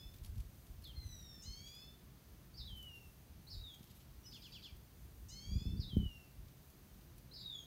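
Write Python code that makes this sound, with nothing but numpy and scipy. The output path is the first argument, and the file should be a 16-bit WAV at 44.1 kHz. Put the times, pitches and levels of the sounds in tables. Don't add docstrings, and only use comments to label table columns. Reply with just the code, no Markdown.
import sys
import numpy as np
from scipy import signal
from scipy.fft import rfft, irfft, next_fast_len
from scipy.io import wavfile
from scipy.ndimage import uniform_filter1d

SR = 44100
rng = np.random.default_rng(int(sys.argv[2]) if len(sys.argv) > 2 else 0)


def boost_factor(decibels):
    exponent = np.asarray(decibels, float) / 20
    return 10 ** exponent


def int16_out(signal):
    q = np.round(np.clip(np.atleast_2d(signal).T, -1, 1) * 32767)
    wavfile.write(sys.argv[1], SR, q.astype(np.int16))


N = 337790
TIME = np.arange(N) / SR


def level(x, db):
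    return x * boost_factor(db) / np.sqrt(np.mean(x ** 2))


def colour(x, points):
    hz, db = np.transpose(points)
    n = next_fast_len(len(x), True)
    f = np.arange(n // 2 + 1) * SR / n + 1
    gain_db = np.interp(np.log(f), np.log(hz), db, -150, -150)
    return irfft(rfft(x, n) * boost_factor(gain_db), n)[:len(x)]


def walk(rate, size=N):
    hold = int(SR / rate)
    held = np.repeat(rng.standard_normal(size // hold + 1), hold)
    return 1.3 * uniform_filter1d(uniform_filter1d(held, hold), hold)[:size]


def arc(share, dbs):
    return np.interp(share, [0, .5, 1], dbs)


def partial(phase, db):
    flutter_db, flutter_hz = 1.7, 60
    wobble_rad, wobble_hz = .45, 180
    size = len(phase)
    loudness = boost_factor(db + flutter_db * walk(flutter_hz, size))
    return loudness * np.sin(phase + wobble_rad * walk(wobble_hz, size))


def track(rows, start=0.):
    s, hz, *dbs = np.transpose(rows)
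    s = s + start
    i = np.arange(max(int(s[0] * SR), 0), min(int(s[-1] * SR), N))
    t = TIME[i]
    fade_s = .004
    gate = np.clip(np.minimum(t - s[0], s[-1] - t) / fade_s, 0, 1)
    phase = 2 * np.pi * np.cumsum(np.interp(t, s, hz)) / SR
    return i, phase, gate, [np.interp(t, s, db) + 4 for db in dbs]


def voice(rows, start=0., pitch=0.99):
    i, phase, gate, dbs = track(rows, start)
    out = np.zeros(N)
    out[i] = gate * sum(partial((k + 1) * pitch * phase, db) for k, db in enumerate(dbs))
    return out


def coupled(lower, upper, start=0.):
    i, a, gate_a, _ = track(lower, start)
    j, b, gate_b, _ = track(upper, start)
    both = np.intersect1d(i, j)
    p, q = both - i[0], both - j[0]
    return both, a[p], b[q], gate_a[p] * gate_b[q]


# start in seconds, level in dB, then buzz, step and tail lengths in seconds.
NEAR_CALLS = [
    (2.571, -0.2, .053, .05, .445),
    (5.797, -0.1, .05, .045, .41),
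]
HIDDEN_CALLS = [
    (3.502, -3, .066, .064, .13),
    (7.337, 1.6, .096, .02, .19),
]
# share of the tail (0-1), pitch in Hz, level in dB.
NEAR_TAIL = [(0, 3590, -56), (.05, 3290, -58), (.1, 3165, -57), (0.241, 3080, -58), (.4, 2990, -58),
             (.55, 2850, -60), (.66, 2800, -60), (.73, 2770, -69), (.9, 2725, -72), (1, 2700, -88)]
HIDDEN_TAIL = [(0, 3876, -54), (.3, 3648, -53), (.55, 3420, -54.5), (.8, 3290, -62), (1, 3250, -74)]
# pitch from and to in Hz, level from and to in dB.
STEPS = [
    (3630, 4000, -61, -60),
    (3830, 3920, -59, -60),
]
# pitch in Hz, octave level against the note in dB.
OCTAVE_OPENING = [
    [(2750, -15), (2880, -20), (2960, -40)],
    [(3300, -11), (3600, -21), (3720, -44)],
]
TAIL_GAP_S = [-.0012, .004]


def falling_calls(rows, bird, tail):
    out = np.zeros(N)
    share, hz, tail_db = np.transpose(tail)
    octave_db = tail_db + np.interp(hz, *np.transpose(OCTAVE_OPENING[bird]))
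    from_hz, to_hz, from_db, to_db = STEPS[bird]
    for s, db, buzz_s, step_s, tail_s in rows:
        step = [(-.005, from_hz, from_db),
                (.3 * step_s, from_hz, from_db),
                (.8 * step_s, to_hz, to_db),
                (step_s, to_hz, to_db),
                (step_s + .007, .92 * to_hz, to_db - 8)]
        sinking = np.transpose([share * tail_s, hz, tail_db, octave_db])
        out += boost_factor(db) * voice(step, s + buzz_s)
        out += boost_factor(db) * voice(sinking, s + buzz_s + step_s + TAIL_GAP_S[bird])
    return out


# time in seconds, pitch in Hz, level in dB, octave in dB.
INTRO = [
    (4.232, 2822, -83, -70),
    (4.262, 3005, -65, -60.5),
    (4.285, 2960, -92, -65),
]
# time in seconds, pitch in Hz, level in dB.
HOOK = [
    (.842, 4400, -70),
    (.85, 4200, -59),
    (.858, 3600, -58),
    (.88, 3340, -59),
    (.912, 3150, -62),
    (.922, 2900, -73),
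    (.936, 2600, -90),
]


def short_whistles():
    return voice(INTRO) + voice(HOOK)


# pitch from and to in Hz, level in dB, warble depth in Hz.
NEAR_BUZZ = (5230, 3860, -54.5, 430)
# start and length in seconds, from and to in Hz, dB, warble in Hz.
HIDDEN_BUZZES = [
    (3.5, .062, 5200, 3950, -53.5, 470),
    (7.334, .046, 4950, 5000, -55, 230),
    (7.356, .03, 4600, 3850, -56, 330),
    (7.38, .022, 4100, 4500, -56, 330),
    (7.398, .036, 4800, 4600, -56, 220),
    (7.404, .03, 4050, 3700, -58, 300),
]
BUZZ_EDGES = [
    (2.538, .036, 4400, 5100, -64, 90),
    (5.764, .036, 4450, 5100, -66, 90),
    (3.468, .038, 3900, 4900, -62, 150),
    (7.311, .03, 3900, 4500, -61, 100),
    (2.6, .027, 3950, 3650, -56, 160),
    (5.828, .027, 3950, 3650, -57, 160),
]
# start and length in seconds, pitch in Hz, level in dB, warble depth in Hz.
CHIPS = [
    (.834, .034, 4400, -64, 220),
    (4.259, 0.036, 5260, -59, 52),
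    (.828, .05, 5150, -74, 60),
]
# share of the buzz, length in seconds, from and to in Hz, dB, warble in Hz.
OVERTONE_CHIP = (.55, .03, 7200, 7350, -75, 150)
# seconds after start, length in seconds, from and to in Hz,
# level in dB, warble depth in Hz.
SPLASH = [
    (.003, .032, 6900, 6000, -66, 1300),
    (.006, .032, 6150, 7000, -60, 30),
    (.008, .022, 5000, 5700, -67, 100),
    (.012, .02, 6900, 7500, -69, 100),
    (.004, .03, 8500, 8900, -72, 350),
]


def buzz_rows():
    rows = [(s, length, hz, .96 * hz, db, depth) for s, length, hz, db, depth in CHIPS]
    rows += [(s, buzz_s, *NEAR_BUZZ) for s, db, buzz_s, *_ in NEAR_CALLS]
    rows += HIDDEN_BUZZES + BUZZ_EDGES
    after, *chip = OVERTONE_CHIP
    rows += [(s + after * buzz_s, *chip) for s, db, buzz_s, *_ in HIDDEN_CALLS]
    return rows + [(s + wait, *rest) for s, *_ in DUETS if s > 0 for wait, *rest in SPLASH]


def buzzes():
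    out = np.zeros(N)
    warble_hz, jitter = 169.6, .3
    shake = np.sin(2 * np.pi * np.cumsum(warble_hz * (1 + jitter * walk(150))) / SR)
    for s, length, from_hz, to_hz, db, depth_hz in buzz_rows():
        i = int(s * SR) + np.arange(int(length * SR))
        u = np.linspace(0, 1, len(i))
        hz = from_hz + (to_hz - from_hz) * u + depth_hz * shake[i]
        swell = 1.63 * np.sin(np.pi * u ** .75) ** (2 / 3)
        out[i] += boost_factor(db) * swell * np.sin(2 * np.pi * np.cumsum(hz) / SR)
    return out


# time in seconds, pitch in Hz, effort in dB.
SLIDE = [
    (.945, 2110, -14),
    (.97, 2100, 1),
    (1.005, 2071, -0.3),
    (1.2, 1910, 0.6),
    (1.413, 1762, -0.5),
    (1.435, 1800, -8),
]
# level in dB at start, middle and end.
SLIDE_PARTIALS = [
    (-80, -82, -86),
    (-61, -68, -71.5),
    (-120, -66, -65),
    (-104, -82, -84),
]
# partial number, level in dB.
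SLIDE_TOP = [(5, -81), (6, -82), (7, -79), (8, -94.5)]


def slide():
    i, phase, gate, (effort_db,) = track(SLIDE)
    u = np.linspace(0, 1, len(i))
    out = np.zeros(N)
    out[i] = gate * sum(partial((k + 1) * phase, effort_db + arc(u ** .55, dbs))
                        for k, dbs in enumerate(SLIDE_PARTIALS))
    out[i] += np.sin(np.pi * u) ** 2 * sum(partial(k * phase, db) for k, db in SLIDE_TOP)
    return out


# start in seconds, level in dB, stretch, lower pitch factor, coupling in dB.
DUETS = [
    (-.37, -3, .99, .995, -15),
    (1.415, -0.1, 1.025, 1.0, .1),
    (5.28, 0.25, .96, 1.004, .1),
]
# seconds after start, lower pitch in Hz, upper pitch in Hz, effort in dB.
DUET_SHAPE = [
    (0, 1680, 2612, -12),
    (.022, 1880, 2877, -2.5),
    (.048, 2090, 3010, -0.3),
    (.235, 2318, 3299, .1),
    (.36, 2503, 3430, 1),
    (.405, 2602, 3450, -0.5),
    (0.459, 2637, 3498, -3.5),
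    (.53, 2644, 3510, -18),
]
MIXES = [
    (1, 0),
    (2, 0),
    (3, 0),
    (4, 0),
    (0, 1),
    (0, 2),
    (1, 1),
    (-1, 2),
    (2, 1),
    (1, 2),
]
# dB at start, middle and end.
MIX_DB = [(-75.5, -72, -74), (-58.5, -58, -69), (-69, -76, -97), (-77, -89, -99), (-65.5, -61, -57),
          (-61.5, -67.5, -86), (-59, -73, -92), (-110, -81, -67), (-69, -90, -99), (-79, -90, -99)]
# frequency in Hz, gain in dB.
BEAK = [(1500, -0.3), (4000, -0.4), (4350, 3), (4620, -5.5), (4950, 2), (5250, -2.5), (6500, -0.6)]


def duets():
    out = np.zeros(N)
    after, low_hz, up_hz, effort_db = np.transpose(DUET_SHAPE)
    for s, db, stretch, pitch, coupling_db in DUETS:
        lower = np.transpose([after * stretch, low_hz * pitch])
        upper = np.transpose([after * stretch, up_hz * 1.005])
        i, a, b, gate = coupled(lower, upper, s)
        u = (TIME[i] - s) / stretch
        lower_db = -500 * np.maximum(u - .48, 0) - 250 * np.maximum(.045 - u, 0)
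        for (m, n), dbs in zip(MIXES, MIX_DB):
            phase = m * a + n * b
            line_hz = np.gradient(phase) * SR / (2 * np.pi)
            line_db = db + np.interp(u, after, effort_db) + arc(u / after[-1], dbs)
            line_db = line_db + np.interp(line_hz, *np.transpose(BEAK))
            line_db = line_db + (m != 0) * lower_db + (m * n != 0) * coupling_db
            out[i] += gate * partial(phase, line_db)
    return out


# start in seconds, level in dB, octave in dB, octave climb (0-1), pitch factor.
TRILL = [
    (4.323, -1.5, 1, .9, 1.039),
    (4.424, -.5, -1, 1, 1.023),
    (4.525, 0.3, 4, .05, 1.01),
    (4.626, -.5, -1, .05, 1.019),
]
# seconds after start, pitch in Hz, level in dB.
SYLLABLE = [
    (-.008, 2280, -80),
    (0, 2500, -74),
    (.009, 3150, -66),
    (.016, 3530, -59),
    (.035, 3130, -56),
    (.048, 2720, -62),
    (.062, 2360, -72),
    (.088, 2230, -78),
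]
# seconds after start, pitch in Hz, level in dB.
PARTNER = [
    (-.006, 3610, -65),
    (.008, 3976, -62.5),
    (0.022, 4115, -66.5),
    (0.048, 4160, -64.5),
]
# seconds after start, pitch in Hz, level in dB.
OCTAVE = [
    (-.016, 4640, -72),
    (-.002, 4700, -64),
    (.005, 5000, -67),
    (.012, 6000, -74),
]


def trill():
    out = np.zeros(N)
    smear_hz = 507
    smear = walk(smear_hz)
    base_hz = OCTAVE[0][1]
    for s, db, octave_db, climb, pitch in TRILL:
        out += boost_factor(db) * (voice(SYLLABLE, s, pitch) + boost_factor(-2.5) * voice(PARTNER, s, pitch))
        hold = 1 + 3.5 * (1 - climb)
        octave = [(t * hold if t > 0 else t, base_hz + climb * (hz - base_hz), v) for t, hz, v in OCTAVE]
        unsteady = voice(octave, s) * (0.92 + 0.35 * smear)
        out += boost_factor(octave_db) * (unsteady + boost_factor(-23) * voice(octave[:2], s, 1.5))
        i, a, b, gate = coupled(SYLLABLE, PARTNER, s)
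        haze_db = -60 - 10 * (s - TRILL[0][0])
        rough = gate * boost_factor(haze_db) * walk(2 * smear_hz, len(i))
        out[i] += rough * (np.sin(2 * b - a) + .3 * np.sin(2 * a) + .12 * np.sin(a + b))
    return out


# frequency in Hz, gain in dB.
LEAF_ECHO = [(20, -6), (2800, -2.5), (4200, .5), (5500, 1.5), (21000, 1.5)]


def trees(x, noise, wet_db=0.):
    near_t60_s, far_t60_s = .3, .7
    t = TIME[:SR // 2]
    near, far = noise * np.clip(t / .008, 0, 1)
    near = near * 1000 ** (-t / near_t60_s)
    far = far * 1000 ** (-t / far_t60_s)
    echo = boost_factor(-3.5) * near / np.linalg.norm(near) + boost_factor(-14) * far / np.linalg.norm(far)
    return x + boost_factor(wet_db) * signal.oaconvolve(x, colour(echo, LEAF_ECHO))[:N]


# time in seconds, peak in dB, low share in dB.
TICKS = [(.1365, -55, -2), (.159, -58, -1.5), (.1824, -58, -1.5), (.2326, -56, -3), (0.2454, -48.5, -.6),
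         (.2572, -52, -4), (.3535, -60, -1.2), (.3775, -55.5, -1.5), (.3977, -58, 1), (.665, -59, -1.5),
         (0.819, -58, -3), (.839, -52, -5), (0.8696, -58, -1.5), (1.062, -57, -6), (1.3534, -61, -1.5),
         (1.6714, -57.5, 5), (1.7475, -52, -9.5), (2.0384, -60, -19.5), (3.7394, -57, 0), (3.791, -64, 3),
         (3.8265, -57, 0), (3.8704, -62, 1.2), (3.9094, -60.5, 1.5), (4.7626, -55, -19),
         (5.9752, -57, -12.5), (6.48, -67, 5.5), (6.699, -57, -15), (7.0082, -68, 4), (7.1778, -54, -8.5),
         (7.4686, -56, -8)]
# time in seconds, peak in dB, centre in Hz, low share in dB, length in ms.
SNAPS = [
    (2.828, -44, 11700, -14, 0.98),
    (2.8285, -49, 6800, -18, 0.9),
    (2.8283, -48, 9000, -18, 0.9),
    (3.8407, -47, 13100, -9, 0.85),
]
RUSTLES = [
    (2.76, -57.5, 11900, -17.5, 13),
    (2.94, -63, 11500, -7, 19.4),
    (3.89, -63, 12000, 3, 16),
    (3.94, -59, 11860, -7, 23.5),
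    (3.995, -65.5, 11960, 4, 13),
]


def ticks():
    chance = np.clip(rng.standard_normal((len(TICKS), 2)), -2, 2)
    twigs = [(s, db, 12200 + 1100 * c, low_db, 4.6 * boost_factor(2 * d))
             for (s, db, low_db), (c, d) in zip(TICKS, chance)]
    out, size = np.zeros(N), 4096
    for s, db, hz, low_db, ms in twigs + SNAPS + RUSTLES:
        noise = rng.standard_normal((2, size))
        bright = colour(noise[0], [(5000, -18), (hz - 1500, -8), (hz, 0), (hz + 1500, -8), (15750, -13)])
        body = colour(noise[1], [(1200, -17.5), (3200, 2.5), (8000, -6.5)])
        u = np.arange(size) / (max(ms, .3) * SR / 1000)
        i = int(s * SR)
        burst = level(bright, db - 10) + level(body, db - 8.5 + low_db)
        out[i:i + size] += (u * np.exp(1 - u)) ** 2 * burst
    return out


# peak time in seconds, rumble in dB, edge in dB, rise and fall in seconds per 20 dB.
PUFFS = [(.15, -63, -64, .2, 0.2), (.4, -48.5, -67, 0.58, 0.17), (.72, -54, -75, .15, .1),
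         (1.07, -48, -70, 0.41, .3), (1.47, -54.5, -68, 0.079, 0.27), (2.6, -52, -72, .06, 0.55),
         (2.3, -60, -72, .15, .2), (3.07, -58, -72, .1, .15), (3.36, -55, -72, .1, .15),
         (3.58, -50.5, -76, 0.17, 0.27), (4.12, -61, -72, .8, .8), (4.75, -61, -75, 0.089, 0.5),
         (5.33, -54.5, -63, 0.82, 0.3), (5.57, -43, -45, 0.14, 0.09), (5.67, -38, -38, .02, .15),
         (5.76, -43, -45, .15, .17), (5.975, -41, -40, 0.048, 0.1347), (6.41, -50, -62, .08, .14),
         (6.6, -59, -70, .1, .15), (6.86, -58, -70, .1, .1), (7.15, -61, -70, 0.82, .4)]


def flow(calm_db, peaks_db):
    t = TIME[::32]
    power = boost_factor(2 * calm_db)
    for peak_db, (s, _, _, rise, fall) in zip(peaks_db, PUFFS):
        power = power + boost_factor(2 * peak_db - 40 * np.maximum((s - t) / rise, (t - s) / fall))
    return np.interp(TIME, t, 10 * np.log10(power))


# frequency in Hz, level in dB per Hz.
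RUMBLE = [(12, -55.5), (20, -12.5), (59, 2.5), (119, -6), (215, -12), (264, -21.5), (341, -27),
          (433, -28.5), (900, -74), (1170, -96.5), (1980, -120)]
# time in seconds, peak in dB, pitch in Hz.
SLAPS = [(0.05, -41, 58.4), (0.213, -38, 45.6), (0.286, -36, 61.5), (0.379, -39.5, 70.0),
         (0.697, -39.5, 55.4), (0.977, -37.5, 61.5), (1.055, -39, 72.7), (1.479, -39, 51.9),
         (2.594, -41, 63.4), (3.564, -35.5, 64.6), (4.723, -41.5, 74.4), (5.468, -37, 53.5),
         (5.518, -28.5, 61.5), (5.555, -25.5, 99.8), (5.657, -28, 65), (5.72, -33, 70), (5.75, -37, 56.4),
         (5.79, -30, 78.5), (5.842, -38, 49), (5.945, -34, 70), (5.975, -22, 65.4), (6.025, -36, 80),
         (6.052, -32, 64.6), (6.382, -41, 78)]
# time in seconds, peak in dB, pitch in Hz.
CRACKS = [(1.378, -50, 221), (3.807, -43.5, 193), (5.574, -30, 146.5), (5.617, -35.5, 152),
          (5.655, -29, 152), (5.713, -50.5, 151), (5.735, -37, 150), (5.765, -38, 150), (5.793, -32, 151),
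          (5.932, -32, 150), (5.968, -17, 202), (5.998, -36, 172), (6.03, -30.5, 152), (6.058, -33.5, 149)]


def breeze():
    _, rumble_peaks, edge_peaks, _, _ = np.transpose(PUFFS)
    low_db = flow(-64, rumble_peaks)
    edge_db = flow(-66, edge_peaks) - low_db
    low = colour(colour(rng.standard_normal(N), RUMBLE), [(10, 2.5), (110, 3), (170, -12), (400, -70.5)])
    edge = colour(colour(rng.standard_normal(N), RUMBLE), [(90, -30), (180, 5), (2000, -11.5)])
    eddies_db = 1.7 * walk(25)
    wind = level(low, 0) + level(edge, -5.5) * boost_factor(edge_db + 0.48 * eddies_db)
    slaps = np.zeros(N)
    for s, db, hz in SLAPS + CRACKS:
        u = np.arange(int(2.5 * SR / hz)) * hz / SR
        i = int(s * SR)
        push = 3 * u * np.exp(-(u / 0.64) ** 1.33)
        slaps[i:i + len(u)] += boost_factor(db) * push * np.sin(2 * np.pi * u ** 0.68)
    slaps = colour(slaps, [(5, 3), (450, -0.5), (800, -8.5), (1600, -61.5)])
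    return boost_factor(low_db + eddies_db) * wind + slaps


# frequency in Hz, level in dB per Hz.
HUM = [(76, -29.5), (130, 2), (174, -11), (335, -13.5), (483, -20), (646, -21), (877, -23.5), (2550, -28.5),
       (5000, -29), (6500, -38), (11000, -120)]
# frequency in Hz, level in dB per Hz.
HISS = [(2940, -74.5), (5000, -24), (5970, -3.5), (7670, -8), (9790, -4.5), (10500, -10.5), (11200, -3.5),
        (12100, -4.5), (12600, -0.5), (13700, -5), (14000, -2.5), (14700, -1), (15800, -3)]


def air():
    hum = level(colour(rng.standard_normal(N), HUM), -64.5) * boost_factor(0.13 * walk(2.23))
    hiss = level(colour(rng.standard_normal(N), HISS), -71.5) * boost_factor(.7 * walk(5) + .5 * walk(12))
    whine = colour(rng.standard_normal(N), [(14440, -30), (14500, 0), (14560, -30)])
    return hum + hiss + level(whine, -87)


def scene():
    leaves = rng.standard_normal((3, 2, SR // 2))
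    near = falling_calls(NEAR_CALLS, 0, NEAR_TAIL) + short_whistles() + buzzes()
    near = near + boost_factor(2) * slide() + duets() + trill()
    rasp = 1 + .35 * walk(130)
    hidden = falling_calls(HIDDEN_CALLS, 1, HIDDEN_TAIL) * rasp
    birds = trees(boost_factor(-1) * near, leaves[1]) + trees(boost_factor(-1) * hidden, leaves[2], 1)
    twigs = trees(ticks(), leaves[0], -5)
    return (birds + twigs + breeze() + air())[None]


def low_pass(x):
    return signal.sosfilt(signal.butter(12, 15790, fs=SR, output="sos"), x)


def record(dry):
    bass_cut = signal.butter(3, 36, "high", fs=SR, output="sos")
    mix = signal.sosfilt(bass_cut, dry)
    return low_pass(mix)


dry = scene()
out = record(dry)
int16_out(out)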